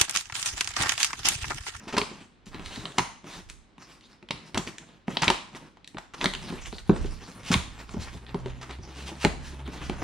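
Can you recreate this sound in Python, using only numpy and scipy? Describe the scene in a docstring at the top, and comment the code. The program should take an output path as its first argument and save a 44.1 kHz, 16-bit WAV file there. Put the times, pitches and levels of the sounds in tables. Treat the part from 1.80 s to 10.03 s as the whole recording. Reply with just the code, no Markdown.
"""First a soft rub of card, then a dull knock and light snaps: scissors slit the tape of a small parcel.
It lies in a large open carton in a living room; it is turned, bumps down, and its flaps are pulled open.
Snaps and tears are filtered bursts and grains, knocks are decaying panel tones, rubs and scrapes are
crowds of tiny slips. Carton and room echo them all. The carton rumbles, in quiet room noise, and an
engine outside, made of two gliding sine tones, hums faintly."""
import sys
import numpy as np
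from scipy import signal
from scipy.fft import rfft, irfft, next_fast_len
from scipy.io import wavfile
from scipy.ndimage import uniform_filter1d, map_coordinates

SR = 44100
rng = np.random.default_rng(int(sys.argv[2]) if len(sys.argv) > 2 else 0)


def bounce(signal):
    """Save signal as a 16-bit WAV file at the path given by the first command-line argument."""
    frames = np.transpose(np.atleast_2d(signal))
    limited = np.clip(frames, -1, 1)
    pcm = np.round(limited * 32767).astype(np.int16)
    wavfile.write(sys.argv[1], SR, pcm)


N = 362943  # length of the scene [samples]

# All event levels below are relative: each layer also has its own overall trim.
# Engine outside: (time [s], firing rate [Hz], level [dB])
ENGINE = [(5, 50.57, -68), (5.8, 54.1, -51), (6.6, 62.37, -48), (7.1, 66.1, -47.5), (7.4, 69, -46.5),
          (7.8, 67.2, -43.5), (8.23, 63.5, -48.5)]
# Room resonances that lift the engine's tones: (centre [Hz], half width [Hz], lift [dB])
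STANDING_WAVES = [(69.6, 6.9, 5), (125.6, 1.7, 13)]
# The parcel's weight shifts and the large carton sways: (time of the peak [s], rumble level [dB])
SWAYS = [(.84, -44.5), (1.68, -49), (4.55, -41.5), (4.86, -41.5), (5.24, -29), (5.83, -45), (6.22, -42.5),
         (6.67, -39), (7.6, -42.5), (8.13, -38)]
# Knocks on the parcel's walls: (time [s], level [dB], centre pitch [Hz], tick relative to the knock [dB])
KNOCKS = [(.071, -31.5, 320, -14), (0.139, -20.5, 386, -14), (0.176, -18, 385, 3), (.215, -26, 310, -17),
          (0.313, -31, 350, -12), (0.666, -37.5, 172, -5), (.744, -31, 167, 1.5), (.794, -32, 214, 1),
          (.972, -28.5, 151, -21), (1.183, -20, 200, -13), (1.442, -36, 380, -5), (1.98, -42, 170, 4),
          (2.426, -40.5, 400, 0), (2.506, -29, 790, -4), (2.529, -34, 121, -18), (2.773, -18, 189, 3.5),
          (2.871, -30, 234, -15), (3.28, -20.5, 250, 0), (3.501, -11, 750, -12), (3.748, -35, 400, 3),
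          (3.97, -49, 397, 7.5), (4.145, -31.5, 164, -7.5), (4.426, -26.5, 240, -12),
          (4.455, -17.5, 240, -10), (4.701, -27.5, 160, -2), (4.724, -25, 269, -8),
          (4.926, -29.5, 221, 1.5), (5.0937, -5.5, 257, -9.5), (5.122, -23, 314, -20),
          (5.244, -22.5, 237, -8), (5.703, -15, 187.3, -25), (5.745, -17.5, 114, -19),
          (6.141, -25.5, 237, -14), (6.165, -21.5, 119, -22), (6.34, -32, 111, -13),
          (6.544, -18, 280, -4.5), (6.6588, -24, 450, -3.5), (6.986, -33, 112, -9.5), (7.29, -30, 900, -6),
          (7.316, -31, 380, -12), (7.4494, -10, 237, -14), (7.45, -11.5, 875, -15.5), (7.876, -29, 215, -2),
          (8.096, -18.5, 257, -1), (8.219, -36, 324, -10)]
# Cardboard panel tones: (pitch [Hz], strength [dB], time to fall by 60 dB [s])
PANEL_MODES = [(43.5, -7, 0.43), (80.2, -7.5, 0.21), (123.6, -6.5, 0.13), (172, -4.5, 0.13),
               (209.4, 4, 0.059), (252.7, 3, 0.056), (310, -2.5, 0.067), (380, 2, 0.074),
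               (477, 13.5, 0.008), (561, -10, 0.069), (688, -2, 0.044), (847, 3, 0.033), (1140, -15, 0.019),
               (1220, -23.5, 0.029)]
# Rubs of blade and hands along the card: (start [s], length [s], hiss [dB], hollow body [dB])
RUBS = [(0, 0.44, -58, -52), (0.282, 0.078, -66, -54), (0.742, 0.43, -52, -49), (1.47, 0.13, -52, -48.5),
        (2.023, 0.15, -55, -58.5), (2.241, 0.1, -62, -63), (2.56, 0.17, -66, -55),
        (2.92, 0.25, -66.5, -57.5), (3.308, 0.086, -46, -41.5), (3.704, 0.17, -63.5, -51),
        (4.38, 0.052, -48, -46.5), (4.597, 0.18, -47.5, -45.5), (4.824, 0.163, -47, -60.5),
        (5.087, 0.263, -49, -55.5), (5.401, 0.4, -51.5, -51.5), (5.928, 0.11, -51.5, -50.5),
        (6.1, 0.273, -48, -48), (6.439, .51, -57, -50), (7.039, 0.334, -54, -46.5), (7.622, 0.24, -59, -49),
        (7.897, .33, -52, -44)]
# Short swelling scrapes of an edge along card: (time of the peak [s], half width [s], level [dB], squeak [Hz])
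SCRAPES = [(.868, .026, -47, 4000), (0.959, 0.07, -45, 3930), (1.535, 0.058, -46.5, 3660),
           (2.13, 0.053, -61.5, 5030), (2.318, 0.04, -68, 5400), (2.678, 0.024, -54.5, 5200),
           (4.87, 0.014, -66, 6400), (5.26, .056, -53.5, 2980), (5.685, 0.034, -39, 2780),
           (6.228, 0.022, -42, 4340), (7.2, 0.056, -47, 2800), (7.283, 0.022, -41, 3030),
           (7.439, 0.032, -35.5, 2650), (7.671, 0.045, -47, 1690), (7.937, 0.024, -49, 2740),
           (8.05, 0.039, -47, 3060)]
# Crunches, where many fibres part in a row: (time [s], length [s], level [dB], brightness [dB per octave])
TEARS = [(.078, 0.035, -41, -0.5), (0.126, 0.027, -35, -1), (0.167, 0.0059, -23.5, -1.5),
         (0.179, .0064, -22.5, 1), (0.658, 0.039, -55, 4.5), (1.181, .012, -26, -0.5),
         (1.688, 0.032, -52.5, 3), (2.5067, 0.0032, -28.5, -2), (2.744, 0.021, -31, -4),
         (2.774, 0.0038, -27, 2.5), (2.868, 0.031, -43.5, 2), (3.419, 0.035, -27, -1),
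         (3.473, 0.02, -24, -4.5), (3.755, 0.02, -44, 1), (4.182, 0.0056, -39, 0.5),
         (4.337, .014, -39.5, -1), (4.407, 0.039, -34.5, -1), (4.442, 0.009, -23.5, -5.5),
         (4.457, 0.0027, -20, -0.5), (5.715, .026, -25.5, 1.5), (6.812, 0.034, -42.5, -0.5),
         (6.894, 0.027, -40.5, -3.5), (7.443, 0.0023, -21.5, -8), (8.219, 0.02, -28, -7)]
# Snaps of tape and card under the blades:
# (time [s], level [dB], hollow body [dB], sharp edge [dB], ring [Hz])
SNAPS = [(0.0808, -33.5, -20, -23, 2560), (.182, -11.5, -13, -14, 3070), (0.2142, -15, -21, -30, 2750),
         (.859, -26.5, -31, -16.5, 3900), (0.958, -27, -32, -16, 3760), (1.054, -20, -6.5, -27, 3400),
         (1.1831, -6.5, -9, -12, 2470), (1.1923, -9.5, 1, -15, 2430), (1.1194, -35.5, -24, -11, 3220),
         (1.698, -30, -31, -2.5, 2000), (2.2084, -44.5, -22, -11, 4200), (2.487, -32, -14, -20, 3000),
         (2.5074, -14, -15, -23.5, 4200), (2.7445, -21, -33, -9, 2370), (2.777, -15, -25, -7, 3500),
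         (2.8737, -24.5, -40, -30, 2580), (2.982, -28, -31.5, -10, 2480), (3.369, -10, -8.5, -31, 3120),
         (3.4202, -13.5, -17, -16.5, 4370), (3.426, -16.5, -5, -25.5, 2880), (3.4317, -10.5, -3, -33, 2220),
         (3.4423, -18, -11, -5, 2750), (3.4792, -4, -37, -20, 3220), (3.5008, -6, -0.5, -10, 2800),
         (4.0439, -35.5, -44, -16, 4270), (4.0748, -31.5, -43, -5.5, 4100), (4.1693, -26, 6, -36, 1880),
         (4.1826, -23, 10, -56, 1950), (4.4113, -15.5, -5.5, -37, 2460), (4.4418, -13, 2.5, -3, 3700),
         (4.4568, -10, -45, -34, 3740), (4.5357, -19.5, -10, -11, 3260), (4.5494, -20.5, -15, -13, 3120),
         (4.9823, -28.5, -21, -34, 3550), (5.1617, -26, 3, -35, 2000), (5.737, -20.5, -10, 12, 2900),
         (5.7401, -6, -8, -36.5, 2320), (6.0917, -32.5, 2, -12, 2120), (6.9085, -30.5, -17, -12, 3160),
         (6.4648, -36, -37, -30, 3300), (7.4476, -6, -0.5, -13, 2660)]

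# Tone colour of the quiet room's air: (frequency [Hz], relative level [dB])
AIR_TONE = [(25, -28), (60, -9), (110, -8), (220, -1.5), (350, -6.5), (550, -15), (900, -15.5),
            (1500, -18.5), (4000, -23), (10000, -51), (15000, -83)]
# Tone colour of the carton's rumble: (frequency [Hz], relative level [dB])
RUMBLE_TONE = [(15, -40), (30, 2), (44, -6.5), (65, -5.5), (100, -12.5), (170, -20.5), (400, -40),
               (1500, -94.5)]
# Tone colour of the rattling contents: (frequency [Hz], relative level [dB])
RATTLE_TONE = [(100, -50), (350, 11.5), (580, 13.5), (900, -0.5), (1400, 6.5), (2500, -22), (5000, -27),
               (12000, -62.5)]
# Tone colour of a rub's hollow body: (frequency [Hz], relative level [dB])
BODY_TONE = [(60, -21), (160, 5.5), (330, 0.5), (550, -9.5), (950, -8.5), (1400, -14.5), (3000, -18),
             (8000, -58)]
# Tone colour of a rub's or scrape's surface hiss: (frequency [Hz], relative level [dB])
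HISS_TONE = [(300, -17), (900, -0.5), (1600, -0.5), (2700, -0.5), (4000, -1.5), (6000, -4.5), (8000, -11.5),
             (9800, -14), (11500, -26.5), (15000, -32.5)]
# Tone colour of tearing fibres: (frequency [Hz], relative level [dB])
TEAR_TONE = [(60, -1), (250, 6), (550, -0.5), (950, 6.5), (1700, 3), (2700, 2), (4000, -2), (6000, -5),
             (9500, -18.5), (12000, -29), (16000, -45)]
# Tone colour of a snap: (frequency [Hz], relative level [dB])
SNAP_TONE = [(60, -61), (200, -18.5), (550, 0.5), (960, 12), (1350, 1), (2000, -1), (2700, -2),
             (3700, -1.5), (5000, -6.5), (7000, 1), (10000, -8), (12000, -27), (16000, -28)]

# Stereo spread of diffuse sound: (frequency [Hz], gain of the left-right difference [dB])
DIFFUSE_WIDTH = [(30, -5.5), (70, 3), (140, -2), (280, -11.5), (550, -4), (1000, -2), (2000, -2),
                 (4000, -7.5), (8000, 2.5), (13000, -2.5)]
# Stereo spread of direct sound: (frequency [Hz], gain of the left-right difference [dB])
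NEAR_WIDTH = [(250, -36), (1000, -10.5), (2200, -16), (4000, -16), (8000, 1), (13000, -2)]
# How fast the room falls silent: (frequency [Hz], time to fall by 60 dB [s])
ROOM_T60 = [(100, 1), (400, 0.38), (1000, 0.42), (3000, 0.48), (8000, 0.46), (14000, 0.26)]
# Tone colour of the room's answer: (frequency [Hz], gain [dB])
ROOM_TONE = [(50, -21), (130, -8), (400, -8.5), (1000, -1), (3000, -4), (8000, 1.5), (14000, 5)]

TOP_HZ = 15830  # nothing is kept from here upwards
RUB_ATTACK_S, RUB_RELEASE_S = 0.042, 0.028  # every rub grips and lets go alike
JOLT_DB, JOLT_HZ = -19.5, 300  # every snap jolts the walls: level relative to the snap, centre pitch
TICK_BODY_DB, TICK_BODY_SLOPE = 17, 0.51  # a knock's tick: hollow body at 0 dB, dB lost per dB softer
TICK_EDGE_DB, TICK_HZ = -17, 2340  # the tick's sharp edge and ring


def amp(db):
    """Turn decibels into gain."""
    return 10 ** (np.asarray(db) / 20)


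def unit(x):
    """Scale x to an rms of 1."""
    return x / np.sqrt(np.mean(x ** 2) + 1e-20)


def along(points, hz):
    """Read (frequency, value) points at hz, on a log frequency axis."""
    f, v = np.transpose(points)
    return np.interp(np.log(hz + 1), np.log(f), v)


def curves(rows):
    """Give one value per sample for each column after the time."""
    s, *cols = np.transpose(rows)
    return [np.interp(np.arange(N) / SR, s, c) for c in cols]


def wobble(rate):
    """A smooth random curve with the given number of random points a second."""
    points = rng.standard_normal(int(N * rate / SR) + 4)
    return map_coordinates(points, [np.arange(N) * rate / SR])


def add(track, s, sound):
    """Mix a sound into the track at time s."""
    i = int(np.clip(round(s * SR), 0, N - 1))
    track[i:i + len(sound)] += sound[:N - i]


def coloured(x, tone):
    """Filter x to (Hz, dB) points without shifting its phase."""
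    n = x.shape[-1]
    m = next_fast_len(n + 8192)
    gain = amp(along(tone, np.fft.rfftfreq(m, 1 / SR)))
    return irfft(rfft(x, m) * gain, m)[..., :n]


def causal(tone_db, size=2048):
    """Minimum-phase filter for a dB function of frequency: it responds as promptly as it can."""
    cepstrum = irfft(np.log(amp(tone_db(np.fft.rfftfreq(size, 1 / SR)))))
    cepstrum[1:size // 2] *= 2
    cepstrum[size // 2 + 1:] = 0
    return irfft(np.exp(rfft(cepstrum)))


def peak_db(hz, centre_hz, height_db, octaves):
    """A smooth resonance peak in dB around one frequency."""
    return height_db * np.exp(-(np.log2((hz + 1) / centre_hz) / octaves) ** 2)


def stereo(mid, side, width):
    """Left and right from a common part and a difference of given width."""
    side = coloured(side, width)
    return np.array([mid + side, mid - side])


def grains(n, rate, spread_db):
    """Tiny slips at random moments, rate per second on average, of random size and sign."""
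    chance, size, sign = rng.random(n), rng.standard_normal(n), rng.choice([-1, 1], n)
    return unit((chance < rate / SR) * sign * amp(spread_db * np.clip(size, -2, 2)))


def drone(tone):
    """Steady diffuse stereo noise of rms 1 in the given tone colour."""
    mid, side = coloured(rng.standard_normal((2, N)), tone)
    return unit(stereo(mid, side, DIFFUSE_WIDTH))


def quiet_room(level_db=-61):
    """The still air of the room, as steady coloured noise."""
    return amp(level_db) * drone(AIR_TONE)


def engine(level_db=-3, octave_db=-4, waver_db=3, drift=.016):
    """A distant engine speeds up and eases off; its lowest two tones swell at the room's resonances."""
    hz, db = curves(ENGINE)
    phase = 2 * np.pi * np.cumsum(hz * (1 + drift * wobble(9.9))) / SR

    def lift(f):
        return sum(lift_db / (1 + ((f - centre) / width) ** 2) for centre, width, lift_db in STANDING_WAVES)

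    first = amp(lift(hz) + waver_db * wobble(24)) * np.sin(phase)
    octave = amp(lift(2 * hz) + octave_db + waver_db * wobble(17)) * np.sin(2 * phase)
    return np.sqrt(2) * amp(db + level_db) * (first + octave)


def rumble(rub, level_db=-1, sway_s=0.13, drag_db=-16, settle_s=0.093, rest_db=-78):
    """The large carton rumbles as rubbing drags on it, and swells each time the parcel's weight shifts."""
    t = np.arange(N) / SR
    keep = np.exp(-1 / (settle_s * SR))
    drag = amp(drag_db) * signal.lfilter([1 - keep], [1, -keep], np.abs(rub))  # smoothed rub loudness
    sway = sum(amp(db) * np.exp(-((t - s) / sway_s) ** 2) for s, db in SWAYS)
    left_right = amp([[-5], [2]])
    return amp(level_db) * (amp(rest_db) + drag + sway) * drone(RUMBLE_TONE) * left_right


def room(x, size=256):
    """Room echo, as mid and side: each band stores the energy it is fed and loses it at its own rate."""
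    hz, t, z = signal.stft(x, SR, nperseg=size)
    fed = np.pad(np.abs(z) ** 2, ((0, 0), (2, 0)))[:, :len(t)]  # the walls answer two frames later
    kept = amp(-60 * t[1] / along(ROOM_T60, hz)) ** 2  # energy share left after one frame
    energy = np.array([signal.lfilter([1 - k], [1, -k], band) for k, band in zip(kept, fed)])
    noise = signal.stft(rng.standard_normal((2, N)), nperseg=size)[2]
    return signal.istft(noise / noise.std() * np.sqrt(energy), nperseg=size)[1][:, :N]


def carton(x, t60=0.067, first_wall=0.0022, count=24):
    """Quick wall echoes, as mid and side; new random ones are drawn for each of count equal stretches."""
    mid, side = np.zeros(N), np.zeros(N)
    t = np.arange(SR // 16) / SR
    for part in np.array_split(np.arange(N), count):
        walls = rng.standard_normal((2, len(t))) * amp(-60 * t / t60) * (t > first_wall)
        echoes = signal.fftconvolve(x[part][None], walls / np.linalg.norm(walls[0]), axes=1)
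        add(mid, part[0] / SR, echoes[0])
        add(side, part[0] / SR, echoes[1])
    return np.array([mid, side])


def space(x, carton_db=-11, room_db=-6):
    """The near sound reaches left and right unalike; carton and room echoes follow it."""
    quarter_turn = np.imag(signal.hilbert(x, next_fast_len(N)))[:N]  # x shifted by a quarter cycle
    near = stereo(x, quarter_turn, NEAR_WIDTH)
    mid, side = amp(carton_db) * carton(x) + amp(room_db) * coloured(room(x), ROOM_TONE)
    return near + stereo(mid, side, DIFFUSE_WIDTH)


def knocks(level_db=-1, focus_db=6, reach_db=15, contact_cycles=0.51, detune=0.052, lag=0.00048,
           rattle_db=-25, rattle_t60=0.2, scatter_db=1.86):
    """Blows ring the panels, most near their centre pitch, and shake the contents; each tone varies a little."""
    out = np.zeros(N)
    t = np.arange(SR // 4) / SR
    hz, mode_db, t60 = np.transpose(PANEL_MODES)[:, :, None]
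    loose = causal(lambda f: along(RATTLE_TONE, f))
    blows = [(s, db, centre_hz) for s, db, centre_hz, _ in KNOCKS]
    jolts = [(s, db + JOLT_DB, JOLT_HZ) for s, db, *_ in SNAPS]
    for s, db, centre_hz in blows + jolts:
        shift, strength = rng.standard_normal((2, len(hz), 1))
        off_centre_db = np.minimum(focus_db * np.log2(hz / centre_hz) ** 2, reach_db)
        weight_db = mode_db + scatter_db * strength - off_centre_db
        modes = amp(weight_db - 60 * t / t60) * np.sin(2 * np.pi * hz * (1 + detune * shift) * t)
        contact = 1 - np.exp(-(t * centre_hz / contact_cycles) ** 2)  # deeper blows build more slowly
        ring = modes.sum(0) * contact
        chatter = unit(signal.fftconvolve(grains(len(t), rate=360, spread_db=-9), loose)[:len(t)])
        rattle = contact * amp(rattle_db - 60 * t / rattle_t60) * chatter
        add(out, s + lag, amp(db + level_db) * (ring / np.abs(ring).max() + rattle))
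    return out


def patchy(x, depth_db=5.0, size=256):
    """The colour of a rub shifts at random, in smooth patches over pitch and time."""
    z = signal.stft(x, nperseg=size)[2]
    field = uniform_filter1d(rng.standard_normal(z.shape), size=11, axis=0)  # smooth over pitch
    field = uniform_filter1d(field, size=14, axis=1)  # smooth over time
    return signal.istft(z * amp(depth_db * unit(field)), nperseg=size)[1][:N]


def sliding(hiss_db=-2, body_db=-1, catch_db=-7):
    """Card rubs in dense uneven slips, hissing at the surface and hollow in the box; edges catch at times."""
    t = np.arange(N) / SR
    hiss, body = np.zeros(N), np.zeros(N)
    for s, length, surface_db, hollow_db in RUBS:
        corners = [s - RUB_ATTACK_S, s, s + length, s + length + RUB_RELEASE_S]
        contact = np.interp(t, corners, [0, 1, 1, 0])
        hiss += contact * amp(surface_db + hiss_db)
        body += contact * amp(hollow_db + body_db)
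    pressure = amp(3.2 * wobble(45) + 0.57 * wobble(220))
    fine_slips = pressure * grains(N, rate=4000, spread_db=3.5)
    catches = amp(catch_db) * grains(N, rate=49, spread_db=-2.0)
    slips = fine_slips + catches
    surface = unit(coloured(patchy(slips), HISS_TONE))
    coarse_slips = pressure * grains(N, rate=1200, spread_db=2.0)
    hollow = unit(coloured(slips + coarse_slips, BODY_TONE))
    return hiss * surface + body * hollow


def scrapes(level_db=0, squeak_db=6, squeak_octaves=0.18):
    """An edge's slips swell and fade, and crowd around one resonance of the sheet."""
    out = np.zeros(N)
    t = np.arange(-(SR // 6), SR // 6) / SR
    for s, width, db, squeak_hz in SCRAPES:
        sheet = causal(lambda hz: along(HISS_TONE, hz) + peak_db(hz, squeak_hz, squeak_db, squeak_octaves))
        slips = signal.fftconvolve(grains(len(t), rate=2700, spread_db=0.0), sheet)
        swell = amp(db + level_db) * np.exp(-(t / width) ** 2) * unit(slips[:len(t)])
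        add(out, max(s + t[0], 0), swell[s + t >= 0])
    return out


def tears(level_db=0):
    """Runs of tiny fractures as the blade drives through fibres."""
    out = np.zeros(N)
    t = np.arange(SR // 10) / SR
    for s, length, db, tilt_db in TEARS:
        length = max(length, .002)
        run = grains(len(t), rate=3500, spread_db=3) / (1 + (t / length) ** 8)  # stops soon after length
        fibres = causal(lambda hz: along(TEAR_TONE, hz) + tilt_db * np.log2(np.maximum(hz, 300) / 2500))
        crunch = signal.fftconvolve(run, fibres)
        add(out, s, amp(db + level_db) * np.sqrt(length * SR) * crunch / np.linalg.norm(crunch))
    return out


def snaps(level_db=1, flutter=0.21, flutter_t60=0.015, lead_in=0.0013, ring_db=6, ring_octaves=0.36,
          lag=0.001262):
    """Some fibres give first, then a sharp release rings the strip and flutters; knocks tick the same way."""
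    out = np.zeros(N)
    t = np.arange(-(SR // 100), SR // 25) / SR
    ticks = [(s, db + tick_db, TICK_BODY_DB + TICK_BODY_SLOPE * db, TICK_EDGE_DB, TICK_HZ)
             for s, db, _, tick_db in KNOCKS]
    for s, db, body_db, edge_db, ring_hz in list(SNAPS) + ticks:
        fade = amp(-60 * np.maximum(t / flutter_t60, -t / lead_in))  # rises before the release, then dies
        release = flutter * rng.standard_normal(len(t)) * fade
        release[t == 0] = 1
        shade = [(900, body_db), (1800, 0), (4500, 0), (7000, edge_db)]
        strip = causal(lambda hz: along(SNAP_TONE, hz) + along(shade, hz)
                       + peak_db(hz, ring_hz, ring_db, ring_octaves))
        crack = signal.fftconvolve(release, strip)
        add(out, s + t[0] + lag, 4 * amp(db + level_db) * crack / np.linalg.norm(crack))
    return out


def scene():
    """The work on the parcel, over the carton's rumble, the engine and the quiet room."""
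    rub = sliding()
    work = space(snaps() + tears() + knocks() + scrapes() + rub)
    return work + rumble(rub) + engine() + quiet_room()


def record(dry):
    """Cut off everything from the top frequency upwards."""
    m = next_fast_len(N + 8192)
    return irfft(rfft(dry, m) * (np.fft.rfftfreq(m, 1 / SR) < TOP_HZ), m)[:, :N]


dry = scene()
out = record(dry)
bounce(out)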